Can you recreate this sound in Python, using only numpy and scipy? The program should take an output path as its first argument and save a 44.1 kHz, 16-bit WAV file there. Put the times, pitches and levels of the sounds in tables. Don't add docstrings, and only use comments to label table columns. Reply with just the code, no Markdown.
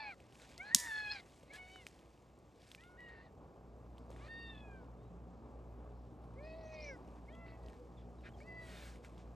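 import sys
import numpy as np
from scipy import signal
from scipy.fft import rfft, irfft, next_fast_len
from scipy.io import wavfile

SR = 44100
rng = np.random.default_rng(int(sys.argv[2]) if len(sys.argv) > 2 else 0)


def how_loud(loudness_db):
    steps = np.asarray(loudness_db, float) / 20
    return 10 ** steps


def log_audio(samples):
    frames = np.atleast_2d(samples).T
    limited = np.clip(frames, -1, 1)
    pcm = np.round(limited * 32767).astype(np.int16)
    wavfile.write(sys.argv[1], SR, pcm)


N = 412313

# time [s], roar level [dB], drone level [dB].
FAR_LEVELS = [
    (0, -71, -69.5),
    (1.2, -70, -69),
    (1.9, -72, -68),
    (2.7, -72, -70),
    (3.45, -66, -64.5),
    (3.85, -66, -55),
    (9.35, -65.5, -54.5),
]
# frequency [Hz], density [dB per Hz].
ROAR_SPECTRUM = [(18, -33), (30, -6), (88, -8.5), (157, -12), (397, -12.5), (500, -14), (595, -14.5),
                 (1020, -21.5), (1340, -40), (1590, -43), (3000, -48), (3900, -78), (6600, -120)]
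# multiple of the firing rate, level [dB].
ENGINE_ORDERS = [(1, 0), (2, -7.5), (3, -12.5), (4, -14.5), (5, -18.5), (7, -21), (8, -20.5)]
ENGINE_HZ = 59.8
# frequency [Hz], density [dB per Hz].
AIR_SPECTRUM = [(880, -32), (1500, -9), (5830, -17), (8320, -16.5), (9560, -30.5), (10900, -21),
                (14900, -22.5), (16000, -30)]
AIR_DB = -84.5

# start [s], end [s], first pitch [Hz], last pitch [Hz], level [dB].
BIRD_CHIRPS = [
    (7.97, 8.0, 3700, 3160, -72),
    (7.995, 8.02, 3630, 3310, -77),
    (8.18, 8.21, 4080, 3630, -79),
    (8.285, 8.31, 2800, 3240, -75.5),
    (8.335, 8.36, 3380, 3080, -75),
    (4.97, 5.12, 3470, 4080, -89),
]

# most movement [s], level [dB], time to fall 10 dB [s].
LEAF_MOVES = [
    (0.499, -75, .5),
    (0.948, -70.5, 0.4),
    (1.72, -76, 0.34),
    (2.68, -77, 0.22),
    (4.3, -87, 0.47),
    (6.92, -89, 0.93),
    (7.7, -85.5, 0.2),
    (8.4, -83.5, .2),
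    (9.1, -85, 0.2),
]
STIR_DB, ONSET_FASTER = -95.5, 1.6
# frequency [Hz], density [dB per Hz].
LEAF_SPECTRUM = [(880, -38), (1500, -7.5), (2020, -1.5), (2510, -6.5), (7100, -12), (11800, -16),
                 (14500, -36.5), (16000, -43)]
# middle [s], length [s], level [dB], top frequency [Hz].
GROUND_SCUFFS = [(0.432, 0.097, -65.5, 9080), (1.559, 0.078, -61, 14330), (2.377, 0.015, -82, 15050),
                 (2.676, 0.12, -84, 8900), (4.129, 0.062, -73.5, 14060), (4.22, 0.16, -69.5, 8970),
                 (7.179, 0.061, -75, 4020), (8.005, 0.097, -75, 4510), (8.266, 0.069, -56, 2800),
                 (8.418, 0.055, -79, 12000), (9.054, 0.058, -66.5, 12150), (9.202, 0.08, -70.5, 7000)]
# frequency [Hz], density [dB per Hz].
BREATH_SPECTRUM = [(880, -31), (1500, -5), (4000, -9.5), (5660, -19), (7240, -8), (11700, -25.5),
                   (14300, -23), (16000, -47)]
HISS_S, HISS_DB, HISS_ATTACK_S, HISS_HOLD_S, HISS_RELEASE_S = 8.55, -61, 0.17, 0.15, 0.16

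# time [s], peak level [dB], ring [Hz].
TWIG_TICKS = [(0.2024, -49, 2520), (0.3244, -52, 2870), (0.3546, -49, 2540), (0.4189, -45, 3920),
              (0.5791, -36, 4540), (.3985, -49, 2250), (.493, -52, 5000), (.523, -59, 2500),
              (1.4321, -57, 3310), (1.433, -50.5, 550), (1.5364, -39, 9200), (1.556, -44, 9800),
              (1.7594, -44, 1500), (1.8672, -34, 2416), (1.8864, -47, 5740), (2.389, -54, 9020),
              (2.735, -56, 6000), (1.9919, -53, 3156), (2.6194, -53.5, 3550), (2.7162, -38, 3400),
              (2.7487, -37.5, 2540), (2.8085, -51, 3234), (2.8374, -49, 2800), (3.0051, -54.5, 2870),
              (3.0869, -54.5, 2870), (3.9818, -49, 3200), (4.0946, -62, 4030), (4.103, -43.5, 550),
              (4.115, -55, 3500), (4.128, -57, 3600), (4.1629, -49.5, 1870), (7.051, -64, 5300),
              (7.078, -59.5, 5586), (7.087, -60, 3014), (7.159, -69, 5580), (7.635, -61, 4380),
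              (7.3512, -54, 2860), (7.6625, -51, 4590), (7.6849, -49, 3050), (7.732, -54, 1800),
              (7.742, -59, 3700), (8.2571, -59, 2200), (8.268, -57, 1710), (8.29, -53, 2000),
              (8.404, -50, 1800), (8.4194, -62, 4970), (8.9585, -49.5, 2260), (9.0478, -43.5, 2153),
              (9.1795, -51.5, 3440)]
GRIT_TIMES = [1.3382, 1.4113, 2.059, 2.177, 3.972, 4.8454, 8.209]
GRIT_DB, GRIT_HZ, CRACK_SHARE = -60, 2800, 0.77

# time [s], peak level [dB], fall by 60 dB [s].
STICK_BREAKS = [
    (0.7477, -1.5, .012),
    (0.7531, -25, .02),
    (0.7578, -25, 0.022),
    (0.7613, -22, .012),
    (.785, -35.5, .03),
    (.799, -35.5, 0.035),
    (.768, -33, .45),
]
# frequency [Hz], width [Hz], level [dB].
STICK_MODES = [(3600, 2400, -5), (5560, 710, 0.5), (6650, 920, -2), (10050, 1500, -4.5), (13500, 2000, -14)]
# start [s], length [s], pitch [Hz], level [dB].
STICK_THUD = (.7495, .015, 215, -37.5)
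SNAP_SIDE_DB = -16.5

# time [s], pitch [Hz], effort [dB],
# throat resonance [octaves above THROAT_HZ], open mouth [dB].
CRY_ENDING = [(0.0, 879, -56.5, 0.61, -7), (.092, 814, -52.5, 0.6, -19.5), (.115, 772.3, -53.5, 0.51, -23),
              (.14, 657.2, -65, 0.26, -15)]
LOUD_RISING = [(.575, 640.7, -72, 0.77, -6), (0.598, 704.7, -68, 0.2, -3), (0.617, 759, -56.5, 0.23, -14),
               (0.653, 823, -56.5, 0.41, -14), (0.707, 871, -52, .42, -14), (0.733, 944, -48, .5, -25),
               (.755, 968.4, -57, .5, -23.5)]
LOUD_FALLING = [(.76, 984, -63, .58, -21), (0.841, 962, -55, .45, -34), (0.903, 881, -45.5, 0.34, -13.5),
                (1.096, 827, -47, 0.59, -14), (1.11, 857, -43, 0.62, -9), (1.142, 825, -54, 0.54, -6),
                (1.177, 789, -54.5, 0.47, -8), (1.21, 682, -64, 0.44, -14)]
SHORT_BLEAT = [(1.48, 490, -78, 0.6, -12), (1.511, 554, -74, 0.61, -17), (1.535, 600, -68, 0.57, -4),
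               (1.545, 702, -84, 0.63, -25), (1.588, 737, -55.5, 0.68, -26), (1.67, 742, -65, 0.68, -16),
               (1.75, 757, -63.5, 1, -17), (1.79, 743, -64.5, 0.88, -16), (1.84, 660, -72, 0.55, -26.5)]
BROKEN_BLEAT = [(2.78, 579, -70, 0.66, -33), (2.846, 710, -69.5, 0.17, -13), (2.97, 728, -71.5, 0.24, -31),
                (2.975, 923, -76.5, 0.44, -12), (2.995, 972, -59.5, 0.47, -22),
                (3.215, 902, -67, 0.54, -20), (3.235, 1003, -70, .55, -25), (3.295, 909, -89, 0.66, -18)]
VOICE_CATCH = [(4.185, 468.2, -82, -0.19, -3), (4.224, 570.2, -69, -0.24, -9),
               (4.28, 638.5, -72, -0.041, -2)]
CLEAR_BLEAT = [(4.285, 895.7, -58.5, 0.49, -21), (4.309, 913, -53.5, 0.52, -15),
               (4.422, 923.4, -56.5, 0.56, -10), (4.52, 901, -63, 0.63, -1),
               (4.62, 846.3, -73.5, 0.66, -0.5), (4.755, 795.8, -65.5, 0.34, -18),
               (4.86, 691.5, -77, 0.12, -18)]
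NASAL_BLEAT = [(6.362, 497.2, -78, 0.52, -28), (6.41, 586.7, -76, 0.52, -19),
               (6.47, 636.2, -64.5, 0.69, -17), (6.52, 635, -64.5, 0.71, -16),
               (6.57, 650.2, -75.5, 0.63, -14), (6.764, 622.7, -62.5, 0.7, -13),
               (6.839, 601.7, -56.5, 0.84, -13), (6.903, 558.6, -54, 0.53, -18),
               (6.96, 477.5, -67.5, .25, -22)]
FAINT_BLEAT = [(7.258, 439.8, -100, 0.41, -13), (7.302, 590.4, -75, 0.4, -9), (7.34, 666, -69.5, 0.35, -14),
               (7.42, 678, -64.5, 0.32, -21), (7.539, 656.5, -73, 0.41, -13), (7.601, 650, -86, .4, -21),
               (7.682, 635, -75, 0.38, -18), (7.76, 600.6, -89, .3, -18)]
LAST_BLEAT = [(8.385, 479.5, -82.5, 0.63, -6), (8.43, 600, -79, 0.57, -6), (8.45, 650, -80, 0.68, -10),
              (8.48, 668, -60.5, 0.62, -30), (8.599, 665, -52.5, 0.55, -27.5),
              (8.67, 648.5, -67, 0.58, -12), (8.78, 610, -73, 0.5, -1), (8.9, 527, -79.5, 0.56, -13)]
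# throat width [Hz], hum through the nose [dB], pinched edge [dB].
BLEAT_COLOURS = [
    (450, -55.5, -72),
    (400, -63.5, -46),
    (400, -62, -70),
    (700, -70, -55.5),
    (453, -81, -77),
    (400, -68, -76),
    (400, -78.5, -80),
    (350, -55, -63.5),
    (520, -68, -62),
    (346, -67, -59.5),
]
THROAT_HZ, THROAT_SKIRT_DB = 1400, 12
HUM_ATTACK_S, HUM_RELEASE_S, HUM_EDGE_DB = 0.021, 0.045, -15
# time [s], frequency [Hz], width [Hz].
MOUTH_TRACK = [(0, 4200, 810), (.14, 4240, 820), (.575, 2950, 400), (.63, 3280, 500), (.66, 4150, 497),
               (.755, 4040, 550), (.87, 3800, 700), (1.0, 4000, 786), (1.11, 4250, 752), (1.21, 4600, 794),
               (1.48, 4000, 250), (1.54, 4130, 250.3), (1.6, 4200, 700), (1.73, 4200, 700),
               (1.85, 3600, 498), (2.78, 3205, 684), (3.3, 3230, 680), (4.185, 2297, 665),
               (4.28, 2300, 670), (4.285, 3770, 700), (4.43, 4110, 802), (4.52, 3540, 450),
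               (4.6, 3400, 450), (4.65, 2720, 600), (4.86, 2300, 500), (6.365, 4500, 604),
               (6.48, 4830, 700), (6.56, 4200, 700), (6.65, 6100, 599), (6.74, 5900, 601.6),
               (6.78, 4600, 700), (6.86, 5800, 601), (6.96, 5190, 500), (7.27, 4025, 597), (7.4, 2720, 500),
               (7.76, 2870, 700), (8.4, 4440, 505), (8.55, 4560, 601), (8.9, 3520, 995)]
MOUTH_SKIRT_DB, SKIRT_WIDER = -8, 5.0
PINCH_HZ, PINCH_WIDTH_HZ, PINCH_FADE_DB_PER_S, PINCH_PEAK_S = 2200, 160, 300.5, .03
# start [s], end [s], rasp [dB], unevenness [0-1].
HOARSE_STRETCHES = [(0, .13, -68, .3), (.66, .73, -66, .35), (.76, .89, -66, .5), (.9, 1.1, -72, .18),
                    (1.125, 1.21, -62, .5), (1.49, 1.54, -78, .2), (1.545, 1.585, -67, .5),
                    (2.99, 3.1, -82, .2), (3.1, 3.28, -78, .5), (4.25, 4.29, -69, .4),
                    (4.49, 4.55, -90, .12), (4.55, 4.615, -82, .3), (6.44, 6.62, -75, .2),
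                    (6.62, 6.74, -76, .2), (6.74, 6.9, -72, .25), (7.47, 7.52, -74, .6),
                    (7.52, 7.76, -88, .5), (8.68, 8.9, -90, .3)]
# frequency [Hz], width [Hz], level [dB].
RASP_MODES = [(1840, 820, -1), (2180, 790, 1), (4200, 1000, -4)]
# start [s], end [s], first pitch [Hz], last pitch [Hz], level [dB].
SECOND_TONES = [
    (-.03, .11, 2460, 2130, -54.5),
    (.75, .9, 1770, 1750, -54.5),
    (1.135, 1.18, 2450, 2050, -57),
    (1.525, 1.58, 1618, 1770, -60),
    (1.54, 1.575, 3330, 3400, -71),
    (3.24, 3.295, 2000, 1686, -74),
    (6.72, 6.87, 2250, 2050, -61),
    (7.49, 7.57, 2300, 2100, -77),
]

# frequency [Hz], gain [dB].
FRONT_RESPONSE = [(20, -24), (40, -6.5), (55, 0), (8800, 0.5), (9100, -3.5), (10200, -7), (10500, -3.5),
                  (15200, -2.5), (15700, -24), (17000, -40.5)]
# frequency [Hz], gain [dB].
ACROSS_RESPONSE = [(60, -23.5), (200, -10.5), (700, -11.5), (1300, -2.5), (2100, -7), (2900, -25),
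                   (7000, -31), (7800, -6.5), (9400, -6.5), (10300, -27), (16000, -28)]


def rms_one(x):
    return x / np.sqrt(np.mean(x ** 2) + 1e-20)


def in_time(rows):
    s, *columns = np.transpose(rows)
    return [np.interp(np.arange(N) / SR, s, c) for c in columns]


def at_hz(points, hz):
    point_hz, db = np.transpose(points)
    return np.interp(np.log(hz), np.log(point_hz), db)


def drift(rate):
    r = np.exp(-16 * np.pi * rate / SR)
    slow = signal.lfilter([1], [1, -2 * r, r * r], rng.standard_normal(N // 8 + 8002))[8000:]
    return np.interp(np.arange(N) / 8, np.arange(len(slow)), rms_one(slow))


def resonate(x, modes):
    out = 0
    for k, (hz, width, level_db) in enumerate(modes):
        r = np.exp(-np.pi * width / SR)
        a = [1, -2 * r * np.cos(2 * np.pi * hz / SR), r * r]
        b = [(1 - r * r) / 2, 0, (r * r - 1) / 2]
        out = out + (-1) ** k * how_loud(level_db) * signal.lfilter(b, a, x)
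    return out


def banded(spectrum, source, low_hz, count, patchy_db):
    out, power = 0, 0
    edges = low_hz * 2 ** (np.arange(count + 1) / 2)
    for k, (low, high) in enumerate(zip(edges, edges[1:])):
        sos = signal.butter(2, [low, high], "band", fs=SR, output="sos")
        band = signal.sosfilt(sos, source[k % 2])
        level_db = at_hz(spectrum, np.sqrt(low * high))
        power += how_loud(2 * level_db) * (high - low) * 2 / SR
        out = out + band * how_loud(level_db + patchy_db * drift(7.1))
    return out / np.sqrt(power)


def whistles(rows, waver, overtone):
    out, flicker = np.zeros(N), drift(25)
    for start, end, from_hz, to_hz, level_db in rows:
        at = np.arange(max(0, round(start * SR)), round(end * SR))
        gone = (at / SR - start) / (end - start)
        hz = (from_hz + (to_hz - from_hz) * gone) * (1 + waver * flicker[at])
        phase = 2 * np.pi * np.cumsum(hz) / SR
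        swell = np.clip(np.sin(np.pi * gone), 0, 1) ** 0.62
        tone = np.sin(phase) + overtone * np.sin(2 * phase)
        out[at] += swell * how_loud(level_db + 2 + 2.1 * flicker[at - 900]) * tone
    return out


def high_air():
    return how_loud(AIR_DB) * banded(AIR_SPECTRUM, rng.standard_normal((2, N)), 1400, count=7, patchy_db=1.5)


def far_engine():
    roar_db, drone_db = in_time(FAR_LEVELS)
    phase = 2 * np.pi * np.cumsum(ENGINE_HZ * (1 + .008 * drift(3))) / SR
    pulse_db = 1.1 * np.cos(phase - .6) + 1.2 * np.cos(2 * phase) + 1.0 * drift(3.963)
    noise = banded(ROAR_SPECTRUM, rng.standard_normal((2, N)), 36.57, count=12, patchy_db=1.1)
    roar = how_loud(roar_db + 7.5) * rms_one(how_loud(pulse_db)) * noise
    drone = 0
    for k, db in ENGINE_ORDERS:
        level = how_loud(db + 1.5 + 1.9 * np.sqrt(k) * drift(7.0))
        drone = drone + level * np.cos(k * phase + 0.36 * drift(4.9) * k)
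    return roar + how_loud(drone_db) * drone


def birds():
    return whistles(BIRD_CHIRPS, waver=0.0061, overtone=.03)


def leaves():
    t = np.arange(N) / SR
    moves = [how_loud(db - 10 * np.maximum(t - s, ONSET_FASTER * (s - t)) / fall) for s, db, fall in LEAF_MOVES]
    level = how_loud(STIR_DB) + np.max(moves, axis=0)
    grainy = rng.standard_normal((2, N)) * rms_one(how_loud(2.5 * drift(150)))
    return level * how_loud(6.0) * banded(LEAF_SPECTRUM, grainy, 1400, count=7, patchy_db=-1.5)


def scuffs_and_hiss():
    t, out = np.arange(N) / SR, np.zeros(N)
    airy = banded(BREATH_SPECTRUM, rng.standard_normal((2, N)), 1324, count=7, patchy_db=1.2)
    for s, length, level_db, top_hz in GROUND_SCUFFS:
        near = np.abs(t - s) < length / 2
        dulled = signal.sosfilt(signal.butter(2, top_hz, fs=SR, output="sos"), airy[near])
        out[near] += how_loud(level_db) * np.cos(np.pi * (t[near] - s) / length) * dulled
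    end = HISS_S + HISS_ATTACK_S + HISS_HOLD_S + HISS_RELEASE_S
    swell = np.clip(np.minimum((t - HISS_S) / HISS_ATTACK_S, (end - t) / HISS_RELEASE_S), 0, 1)
    return out + how_loud(HISS_DB) * swell ** 1.37 * airy


def twig_ticks():
    out, t = np.zeros(N), np.arange(900) / SR
    bright = signal.butter(2, [2500, 11000], "band", fs=SR, output="sos")
    hits = list(TWIG_TICKS) + [(s, GRIT_DB, GRIT_HZ) for s in GRIT_TIMES]
    cracks = signal.sosfilt(bright, rng.standard_normal((len(hits), 900)))
    attack = np.minimum(t / 0.000095, 1)
    tail = np.exp(-t / 0.000086) + 0.13 * np.exp(-t / 0.0086)
    for (s, level_db, hz), noise in zip(hits, cracks):
        ring = np.sin(2 * np.pi * hz * t) * np.exp(-t * hz / 1.7)
        at = round(s * SR)
        out[at:at + 900] += how_loud(level_db + 0.5) * attack * (ring + CRACK_SHARE * noise * tail)
    return out


def stick_snap():
    t, force = np.arange(N) / SR, np.zeros(N)
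    for s, level_db, t60 in STICK_BREAKS:
        age = t - s
        force += how_loud(level_db - 60 * np.maximum(age, -12 * age) / t60)
    s, length, hz, level_db = STICK_THUD
    swell = np.sin(np.pi * np.clip((t - s) / length, 0, 1))
    thud = how_loud(level_db) * swell * np.sin(2 * np.pi * hz * (t - s))
    ringing = resonate(rng.standard_normal(N), STICK_MODES)
    crack = force * resonate(ringing, [(7000, 63000, 0)])
    return how_loud(6.5) * crack / np.linalg.norm(crack) + thud


def hoarseness():
    t, level, uneven = np.arange(N) / SR, np.zeros(N), np.zeros(N)
    for start, end, level_db, share in HOARSE_STRETCHES:
        gate = np.clip(np.minimum(t - start + 0.013, end - t) / 0.0066, 0, 1)
        level = level + how_loud(level_db) * gate
        uneven = uneven + share * gate
    return level, uneven


def bleat_timing(calls):
    t, gate, edge = np.arange(N) / SR, np.zeros(N), np.zeros(N)
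    which, age = np.zeros(N, int), np.zeros(N)
    for k, rows in enumerate(calls):
        start, end = rows[0][0], rows[-1][0]
        gate = np.maximum(gate, np.clip(np.minimum(t - start, end - t) / .006 + 1, 0, 1))
        rise = (t - start) / HUM_ATTACK_S + (k in (0, 2, 6))
        fall = (end - t) / HUM_RELEASE_S + (k in (1, 5))
        edge = np.maximum(edge, np.clip(np.minimum(rise, fall), 0, 1))
        begun = t > start - .008
        which[begun] = k
        age[begun] = t[begun] - start
    return gate, edge, which, age


def bleats(jitter, shimmer_db):
    level, uneven = hoarseness()
    calls = [CRY_ENDING, LOUD_RISING, LOUD_FALLING, SHORT_BLEAT, BROKEN_BLEAT,
             VOICE_CATCH, CLEAR_BLEAT, NASAL_BLEAT, FAINT_BLEAT, LAST_BLEAT]
    gate, edge, which, age = bleat_timing(calls)
    at = np.flatnonzero(gate)
    hz, effort_db, octaves, open_db = np.array(in_time(np.concatenate(calls)))[:, at]
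    throat_width, hum_db, pinch_db = np.array(BLEAT_COLOURS)[which[at]].T
    mouth_hz, mouth_width = np.array(in_time(MOUTH_TRACK))[:, at]
    from_peak = np.maximum(age[at] - PINCH_PEAK_S, 4 * (PINCH_PEAK_S - age[at]))
    pinch_db = pinch_db - PINCH_FADE_DB_PER_S * from_peak
    tremble = jitter * drift(32) + 0.008 * uneven * drift(60)
    phase = 2 * np.pi * np.cumsum(hz * (1 + tremble[at])) / SR
    flicker, out = [drift(11) for _ in range(4)], np.zeros(N)
    grain = drift(70)
    partial_hz = np.arange(14)[:, None] * hz
    throat_off = (partial_hz - THROAT_HZ * 2 ** octaves) / throat_width
    throat = (1 + throat_off ** 2) ** (-THROAT_SKIRT_DB / 6)
    throat = throat / np.sqrt(np.sum(throat[2:] ** 2, axis=0))
    for k in range(1, 14):
        unsteady = flicker[k % 4]
        if k == 1:
            gain = how_loud(hum_db + HUM_EDGE_DB * (1 - edge[at]))
        else:
            off = (k * hz - mouth_hz) / mouth_width
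            shelf = (1 + np.maximum(off, -off / SKIRT_WIDER) ** 2) ** -2
            shape = (1 + off ** 2) ** -2 + how_loud(MOUTH_SKIRT_DB) * shelf
            grain_db = (2 + 5 * uneven[at]) * grain[at - 900 * k]
            mouth = shape * how_loud(open_db + 2.5 * unsteady[at - 3000 * k] + grain_db)
            pinch = how_loud(pinch_db) / (1 + ((k * hz - PINCH_HZ) / PINCH_WIDTH_HZ) ** 2) ** 2
            gain = how_loud(effort_db) * (throat[k] + mouth) + pinch
        out[at] += gate[at] * gain * how_loud(4.0 + shimmer_db * unsteady[at]) * np.sin(k * phase + k * k)
    out = out * (1 + uneven * drift(340)) / np.sqrt(1 + uneven ** 2)
    rasp = rms_one(resonate(resonate(rng.standard_normal(N), RASP_MODES), RASP_MODES))
    return out + level * rasp + whistles(SECOND_TONES, waver=0.0088, overtone=0.22)


def through(x, response, turn=1):
    size = next_fast_len(N + 2000)
    hz = np.maximum(np.arange(size // 2 + 1) * SR / size, 1)
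    return irfft(turn * rfft(x, size) * how_loud(at_hz(response, hz)), size)[:N]


def scene():
    far = high_air() + far_engine()
    stick = stick_snap()
    near = birds() + leaves() + scuffs_and_hiss() + twig_ticks() + stick + bleats(jitter=.0045, shimmer_db=1.5)
    front = through(near + far, FRONT_RESPONSE)
    diffuse = near + .85 * far + .45 * np.roll(far, round(.0671 * SR))
    across = through(diffuse, ACROSS_RESPONSE, turn=1j)
    return front + (across + how_loud(SNAP_SIDE_DB) * np.roll(stick, 3)) * [[1], [-1]]


def top_cut(x):
    return signal.sosfilt(signal.butter(12, 16450, fs=SR, output="sos"), x)


def record(dry):
    return top_cut(dry)


dry = scene()
out = record(dry)
log_audio(out)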